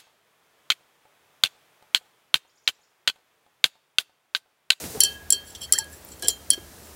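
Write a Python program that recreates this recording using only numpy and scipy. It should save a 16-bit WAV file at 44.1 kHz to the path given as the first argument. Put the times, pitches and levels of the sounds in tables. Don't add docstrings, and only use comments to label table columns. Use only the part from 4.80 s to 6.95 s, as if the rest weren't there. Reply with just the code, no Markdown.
import sys
import numpy as np
from scipy import signal
from scipy.io import wavfile

SR = 44100
rng = np.random.default_rng(int(sys.argv[2]) if len(sys.argv) > 2 else 0)


def volts_from_decibels(level):
    exponent = np.asarray(level, float) / 20
    return 10 ** exponent


def master_out(mix):
    frames = np.transpose(np.atleast_2d(mix))
    ceiling = np.clip(frames, -1, 1)
    pcm = np.round(ceiling * 32767).astype(np.int16)
    wavfile.write(sys.argv[1], SR, pcm)


N = 94815


def rms_one(x):
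    return x / np.sqrt(np.mean(x ** 2) + 1e-20)


def drift(rate):
    r = np.exp(-80 * np.pi * rate / SR)
    white = rng.standard_normal(N // 40 + 2002)
    slow = signal.lfilter([1], [1, -2 * r, r * r], white)[2000:]
    return np.interp(np.arange(N) / 40, np.arange(len(slow)), rms_one(slow))


def resonance(x, hz, width_hz):
    r = np.exp(-np.pi * width_hz / SR)
    zeros = np.array([1, 0, -1]) * (1 - r * r) / 2
    poles = [1, -2 * r * np.cos(2 * np.pi * hz / SR), r * r]
    return signal.lfilter(zeros, poles, x)


def banded_noise(spectrum, patchy_db):
    hz, db = np.transpose(spectrum)
    out, together = 0, drift(3.0)
    edges = 30 * 2 ** np.arange(0, 9.6, .5)
    white = rng.standard_normal((2, N))
    for k, (low, high) in enumerate(zip(edges, np.minimum(edges[1:], .45 * SR))):
        sos = signal.butter(2, [low, high], "band", fs=SR, output="sos")
        band = signal.sosfilt(sos, white[k % 2])
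        level_db = np.interp(np.log(low * high) / 2, np.log(hz), db)
        flicker_db = patchy_db * (.5 * together + drift(7.7))
        out = out + band * volts_from_decibels(level_db + flicker_db)
    return rms_one(out)


def top_edge(x, edge_hz=15800, order=10):
    return signal.sosfilt(signal.ellip(order, .5, 60, edge_hz, fs=SR, output="sos"), x)


def add(out, s, sound):
    i = int(round(s * SR))
    out[i:i + len(sound)] += sound[:N - i]


def struck(hz, db, t60, rise_s, hold_s, t):
    fall_db = 60 * np.maximum(t - hold_s, 0) / t60[:, None]
    cycles = hz[:, None] * t + rng.random((len(hz), 1))
    tones = volts_from_decibels(db[:, None] - fall_db - 9) * np.sin(2 * np.pi * cycles)
    return tones.sum(axis=0) * (1 - np.exp(-t / rise_s))


def colour_db(hz, landing):
    # low/Hz, high/Hz
    landing_bands = [(3130, 3160), (4000, 4200), (4300, 4700), (6900, 7900), (9200, 10800), (11000, 16000),
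                     (1900, 2100)]
    return sum(db * ((hz > low) & (hz < high)) for db, (low, high) in zip(landing, landing_bands))


def rod_clack(landing, second_db, t):
    # f/Hz, level/dB
    rod_modes = [(2000, -28), (3250, -20.5), (4470, -7.5), (5100, -9.5), (5380, -11), (5850, -12.5),
                 (7300, 0), (7600, 1), (8150, -6.5), (9000, -9), (9720, 5), (10350, -2.5), (11900, -6),
                 (13600, -6.5)]
    detune, spread_db = 0.0079, 2.5
    t60_s, dull_above_hz = .011, 9300
    hz, db = np.transpose(rod_modes)
    grip = rng.standard_normal((2, len(hz)))
    db = db + colour_db(hz, landing) + second_db * (np.abs(hz - 3200) < 200) + spread_db * grip[1]
    t60 = t60_s * np.minimum(1, dull_above_hz / hz) ** 2
    return struck(hz * (1 + detune * grip[0]), db, t60, rise_s=0.00044, hold_s=.0028, t=t)


def contact_noise(landing, t):
    crack_db, crack_t60_s = -2, 0.008
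    wash_db, wash_t60_s = -22, 0.14
    bright = signal.butter(2, [4600, 15000], "band", fs=SR, output="sos")
    noise = signal.sosfilt(bright, rng.standard_normal(len(t)))
    bite_db = sum(landing[5:6])
    crack = noise * volts_from_decibels(crack_db + bite_db - 60 * t / crack_t60_s)
    return crack + top_edge(noise) * volts_from_decibels(wash_db - 60 * t / wash_t60_s)


def beaker_ring(landing, low_db, second_db, t):
    wall_pitches = [1649, 1669, 2660, 3144, 3175, 3262, 4079, 4407, 4464, 5366, 5725, 7460, 9850, 13600]
    # level/dB, t60/s
    wall_modes = [(-18, 0.76), (-24, 1), (-20, 0.33), (-1.5, 0.22), (1, 0.26), (0, 0.09), (-4.5, 0.18),
                  (4.5, 0.17), (1, 0.16), (-4, 0.092), (1, 0.082), (0.5, 0.073), (-5, 0.13), (-33, 0.074)]
    cluster_above_hz, cluster_spread, spread_db = 5000, .02, 1.5
    copies = 1 + 2 * (np.array(wall_pitches) > cluster_above_hz)
    hz, db, t60 = np.repeat(np.c_[wall_pitches, wall_modes], copies, axis=0).T
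    place = rng.standard_normal((2, len(hz)))
    lean_db = np.where(hz < 2000, low_db, second_db * (np.abs(hz - 3200) < 200))
    db = db + lean_db + colour_db(hz, landing) + spread_db * place[1]
    split_hz = hz * (1 + cluster_spread * place[0] * (hz > cluster_above_hz))
    return struck(split_hz, db, t60, rise_s=0.0022, hold_s=0, t=t)


def choke_db(s, t):
    # t/s, loss/dB
    leans = [
        (.34, -4),
        (.922, 6),
        (0.978, 28),
        (1.055, 4),
        (1.115, 9),
        (1.464, 14),
        (1.55, 4),
        (1.745, 10.5),
    ]
    choke_s = 0.0044
    return sum(loss_db * np.clip((s + t - at) / choke_s, 0, 1) for at, loss_db in leans if at > s)


def knocks():
    # t/s, clack level/dB, ring level/dB, lowest wall modes/dB, second wall modes/dB
    hard_knocks = [(0.2042, -5.5, -11.5, -4.5, -10.5), (0.235, -5, -17.5, -27, -6.5),
                   (0.2465, -16.5, -24.5, 8, 7), (0.5037, -8, -25, 8, -1), (0.5231, -8, -23.5, -11, 5.5),
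                   (0.53, -14.5, -25.5, -27, -25), (0.9233, -2.5, -21.5, 2.5, -1.5),
                   (0.9336, -10.5, -20.5, -8, -7), (0.9861, -14.5, -25.5, 14, -1),
                   (1.4236, -18, -32.5, 22.5, -11), (1.483, -3.5, -25, -14, 6), (1.4888, -17, -39, -3, -4),
                   (1.703, -3.5, -22, 4.5, 9), (1.7105, -26, -42, 4, -3)]
    light_touches = [(0.9115, -62, -56, 0, -18), (0.9377, -24, -44, -3, -10), (0.9593, -32, -38, -4, -5),
                     (0.9792, -28, -30, 8, -30), (1.043, -39.5, -68, 0, -11), (1.136, -44, -70, -6, -4),
                     (1.2873, -38.5, -63, 0, 5), (1.3174, -45, -47.5, 4, -5), (1.395, -40, -55, 0.003, 3),
                     (1.434, -38, -41, 5, -4), (1.4456, -47, -39.5, 4, 7), (1.473, -28, -58, 0, 4),
                     (1.479, -29, -44, 5, -2), (1.732, -25, -28.5, 9, 7), (1.7416, -43, -33, 8, 7),
                     (0.7497, -39, -46, -12, 0), (0.984, -22, -39, 0, -6), (0.816, -33, -40.5, -16, 11),
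                     (.833, -33.5, -40, -8, -3)]
    # 3.14 kHz twin/dB, 4.1 kHz/dB, 4.4 kHz/dB, 7.5 kHz/dB, 9.8 kHz/dB
    landing_spots = [(12, 1, 0, -3, 2), (3.5, -1, -1.5, 1.5, 0), (5.5, -1, -12, 2, -7),
                     (-8, -7, -4.5, 1.5, 1), (-14, -2, -5, 5, -0.5), (-14, -4, 2, 5, -7),
                     (2.5, 1, 1.5, -1.5, 2.5), (5, -8, -7, 1, -9), (-3, -9, 1, 5, -3), (-3, 9, -5, -14, -7),
                     (-1.5, 5, -2.5, -2, -2), (7, 2, -11, 4, -1), (-12.5, -3, 3, -4.5, -0.5),
                     (-7, -4, -6, 7, -10)]
    # above 11 kHz/dB, 2 kHz/dB
    knock_bites = [(5.5, 6), (-2, 4), (-4, 7), (1.5, 0), (-5.5, 0), (-13, -1), (-3.5, 2), (-2, 11),
                   (-2, -5), (-4, 2), (-1, 7), (-12, 3), (-8.5, 1), (-5, 2)]
    touch_spot = (2, 4, 0, -1, -2)
    out, t = np.zeros(N), np.arange(int(.4 * SR)) / SR
    short = t[:SR // 8]
    landings = [spot + bite for spot, bite in zip(landing_spots, knock_bites)]
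    landings += [touch_spot] * len(light_touches)
    for event, landing in zip(hard_knocks + light_touches, landings):
        s, clack_db, ring_db, low_db, second_db = event
        clack = rod_clack(landing, second_db, short) + contact_noise(landing, short)
        ring = beaker_ring(landing, low_db, second_db, t)
        add(out, s, volts_from_decibels(clack_db) * clack)
        add(out, s, volts_from_decibels(ring_db - choke_db(s, t)) * ring)
    return out


def rubs():
    # t/s, length/s, level/dB, tilt/(dB/octave)
    strokes = [
        (0.648, 0.092, -46, 0.5),
        (0.7473, 0.014, -40, -6),
        (0.756, .04, -48.5, -4),
        (0.806, 0.05, -33.5, -5.5),
        (1.093, 0.098, -51, 9),
        (1.257, 0.088, -52, 6),
        (1.42, 0.053, -33.5, -11.5),
        (1.484, 0.029, -29.5, -2.5),
        (2.013, 0.097, -54.5, 3),
    ]
    # f/Hz, level/dB, width/Hz
    rubbed_modes = [(3150, -10, 10), (3300, -7, 60), (4080, -14, 30), (4460, -7, 40), (5330, -7, 90),
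                    (5750, -6, 70), (7430, -2, 90), (7640, -2, 60), (9000, -11, 250), (9750, -9, 200),
                    (10400, -2, 90), (13700, -8, 110)]
    grit_db = 2.5
    out, t = np.zeros(N), np.arange(SR // 4) / SR
    grit = rng.standard_normal(N + SR) * volts_from_decibels(grit_db * np.resize(drift(90.0), N + SR))
    for s, length, db, tilt_db in strokes:
        stroke = np.sqrt(np.abs(np.sin(np.pi * np.minimum(t / length, 1))))
        push = grit[int(s * SR):][:len(t)] * stroke
        body = 0
        for hz, level_db, width_hz in rubbed_modes:
            gain = volts_from_decibels(level_db + tilt_db * np.log2(hz / 6000)) * np.sqrt(100 / width_hz)
            body = body + gain * resonance(push, hz, width_hz)
        add(out, s, volts_from_decibels(db + 14) * body)
    return out


def ticks():
    # t/s, level/dB, f/Hz, t60/s
    tick_events = [(.040, -37, 2500, .03), (1.2478, -36, 14500, .02), (1.4247, -27, 9000, .015),
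                   (1.4785, -36, 11800, .012), (1.445, -33, 8700, .03), (1.7035, -30, 1900, .015),
                   (1.7335, -37, 2200, .012), (1.7405, -38, 2000, .012), (.580, -42, 10300, .02),
                   (1.4335, -36, 5600, .02), (1.492, -24, 5200, .04), (1.499, -29, 7100, .13),
                   (.7495, -35, 3350, .05), (.750, -39, 5700, .05), (1.3175, -39, 7630, .08),
                   (1.4455, -36, 5900, .03), (1.4375, -37, 8500, .02), (.208, -27, 12500, .04)]
    out, t = np.zeros(N), np.arange(SR // 10) / SR
    for s, db, hz, t60 in tick_events:
        width_hz = min(1500, 35 / t60)
        puff = resonance(resonance(rng.standard_normal(len(t)), hz, width_hz), hz, 2 * width_hz)
        add(out, s, volts_from_decibels(db - 60 * t / t60) * rms_one(puff))
    return out


def bubbles():
    # t/s, level/dB, start f/Hz, rise/(octave/s), t60/s
    plops = [
        (.891, -37, 1910, 5.3, 0.031),
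        (0.893, -46, 1520, 4.6, 0.09),
        (.932, -35.5, 1150, 17, 0.091),
        (0.943, -35, 1430, 13, 0.058),
        (0.953, -29, 1647, 16, 0.054),
        (.980, -16, 1840, 3.9, 0.016),
        (.984, -34, 887, 0.36, 0.12),
        (1.13, -43, 1690, 3, 0.067),
        (.81, -53, 1140, 2.9, 0.091),
    ]
    out, t = np.zeros(N), np.arange(SR // 6) / SR
    for s, db, hz, rise, t60 in plops:
        phase = 2 * np.pi * np.cumsum(hz * 2 ** np.minimum(rise * t, 1)) / SR
        swell = 1 - np.exp(-t / 0.0025)
        add(out, s, volts_from_decibels(db - 60 * t / t60 + 2.5) * swell * np.sin(phase))
    return out


def thuds():
    # t/s, level/dB, f/Hz, t60/s
    thud_events = [(.038, -32, 320, 0.046), (0.051, -27.5, 138.5, 0.074), (.148, -36.5, 435.4, 0.25),
                   (.165, -46, 785, 0.37), (.170, -31, 124, 0.046), (.236, -42, 387, 0.11),
                   (0.523, -42.5, 396, 0.17), (.75, -77, 387, .05), (.93, -50, 378, 0.46),
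                   (1.424, -38, 342, 0.15), (1.428, -43.5, 691, 0.17), (1.434, -45.5, 248, 0.19),
                   (1.445, -44.5, 504, 0.14), (1.456, -45, 374, 0.091), (1.497, -49, 260, 0.084),
                   (1.485, -38.5, 422, 0.14), (1.715, -43, 288, 0.084), (1.777, -35, 336, 0.045)]
    out, t = np.zeros(N), np.arange(SR // 6) / SR
    for s, db, hz, t60 in thud_events:
        wobble = resonance(rng.standard_normal(len(t)), hz, 0.29 * hz)
        tone = 0.69 * np.sin(2 * np.pi * hz * t) + 0.53 * rms_one(wobble)
        swell = 1 - np.exp(-t / 0.0013)
        add(out, s, volts_from_decibels(db - 60 * t / t60 + 6) * swell * tone)
    return out


def rustle():
    # t/s, level/dB
    rustle_levels = [
        (0, -36),
        (.06, -35),
        (.085, -39.5),
        (.12, -37.5),
        (.2, -42.5),
        (.33, -45),
        (.4, -59.5),
        (2.15, -50.5),
    ]
    # f/Hz, level/(dB/Hz)
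    rustle_colour = [(180, -4), (494, -4), (1230, -17), (2000, -14), (3600, -17.5), (5000, -11.5),
                     (13500, -14), (16000, -35)]
    level_db = np.interp(np.arange(N) / SR, *np.transpose(rustle_levels))
    return volts_from_decibels(level_db) * banded_noise(rustle_colour, patchy_db=0.0)


def garden():
    # f/Hz, level/(dB/Hz)
    floor_spectrum = [(18, -33), (55, 4), (100, -6), (374, -8), (540, -9), (1160, -16), (1630, -15.5),
                      (2170, -20), (16000, -25)]
    floor_db, drone_db = -48.5, -54
    hum_hz, width_hz = 74, 14
    hum = resonance(rng.standard_normal(N), hum_hz, width_hz)
    drone = rms_one(resonance(hum, hum_hz, 2 * width_hz))
    return volts_from_decibels(floor_db) * banded_noise(floor_spectrum, patchy_db=0.5) + volts_from_decibels(drone_db) * drone


def scene():
    air = top_edge(garden() + rustle() + rubs())
    return (knocks() + ticks() + bubbles() + thuds() + air)[None]


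def low_pass(x):
    return signal.sosfilt(signal.butter(12, 16810, fs=SR, output="sos"), x)


def record(dry):
    ceiling, rumble_cut_hz = 1.2, 54
    rounded = ceiling * np.tanh(dry / ceiling)
    x = signal.sosfilt(signal.butter(3, rumble_cut_hz, "high", fs=SR, output="sos"), rounded)
    return low_pass(top_edge(x, edge_hz=16300, order=8))


dry = scene()
out = record(dry)
master_out(out)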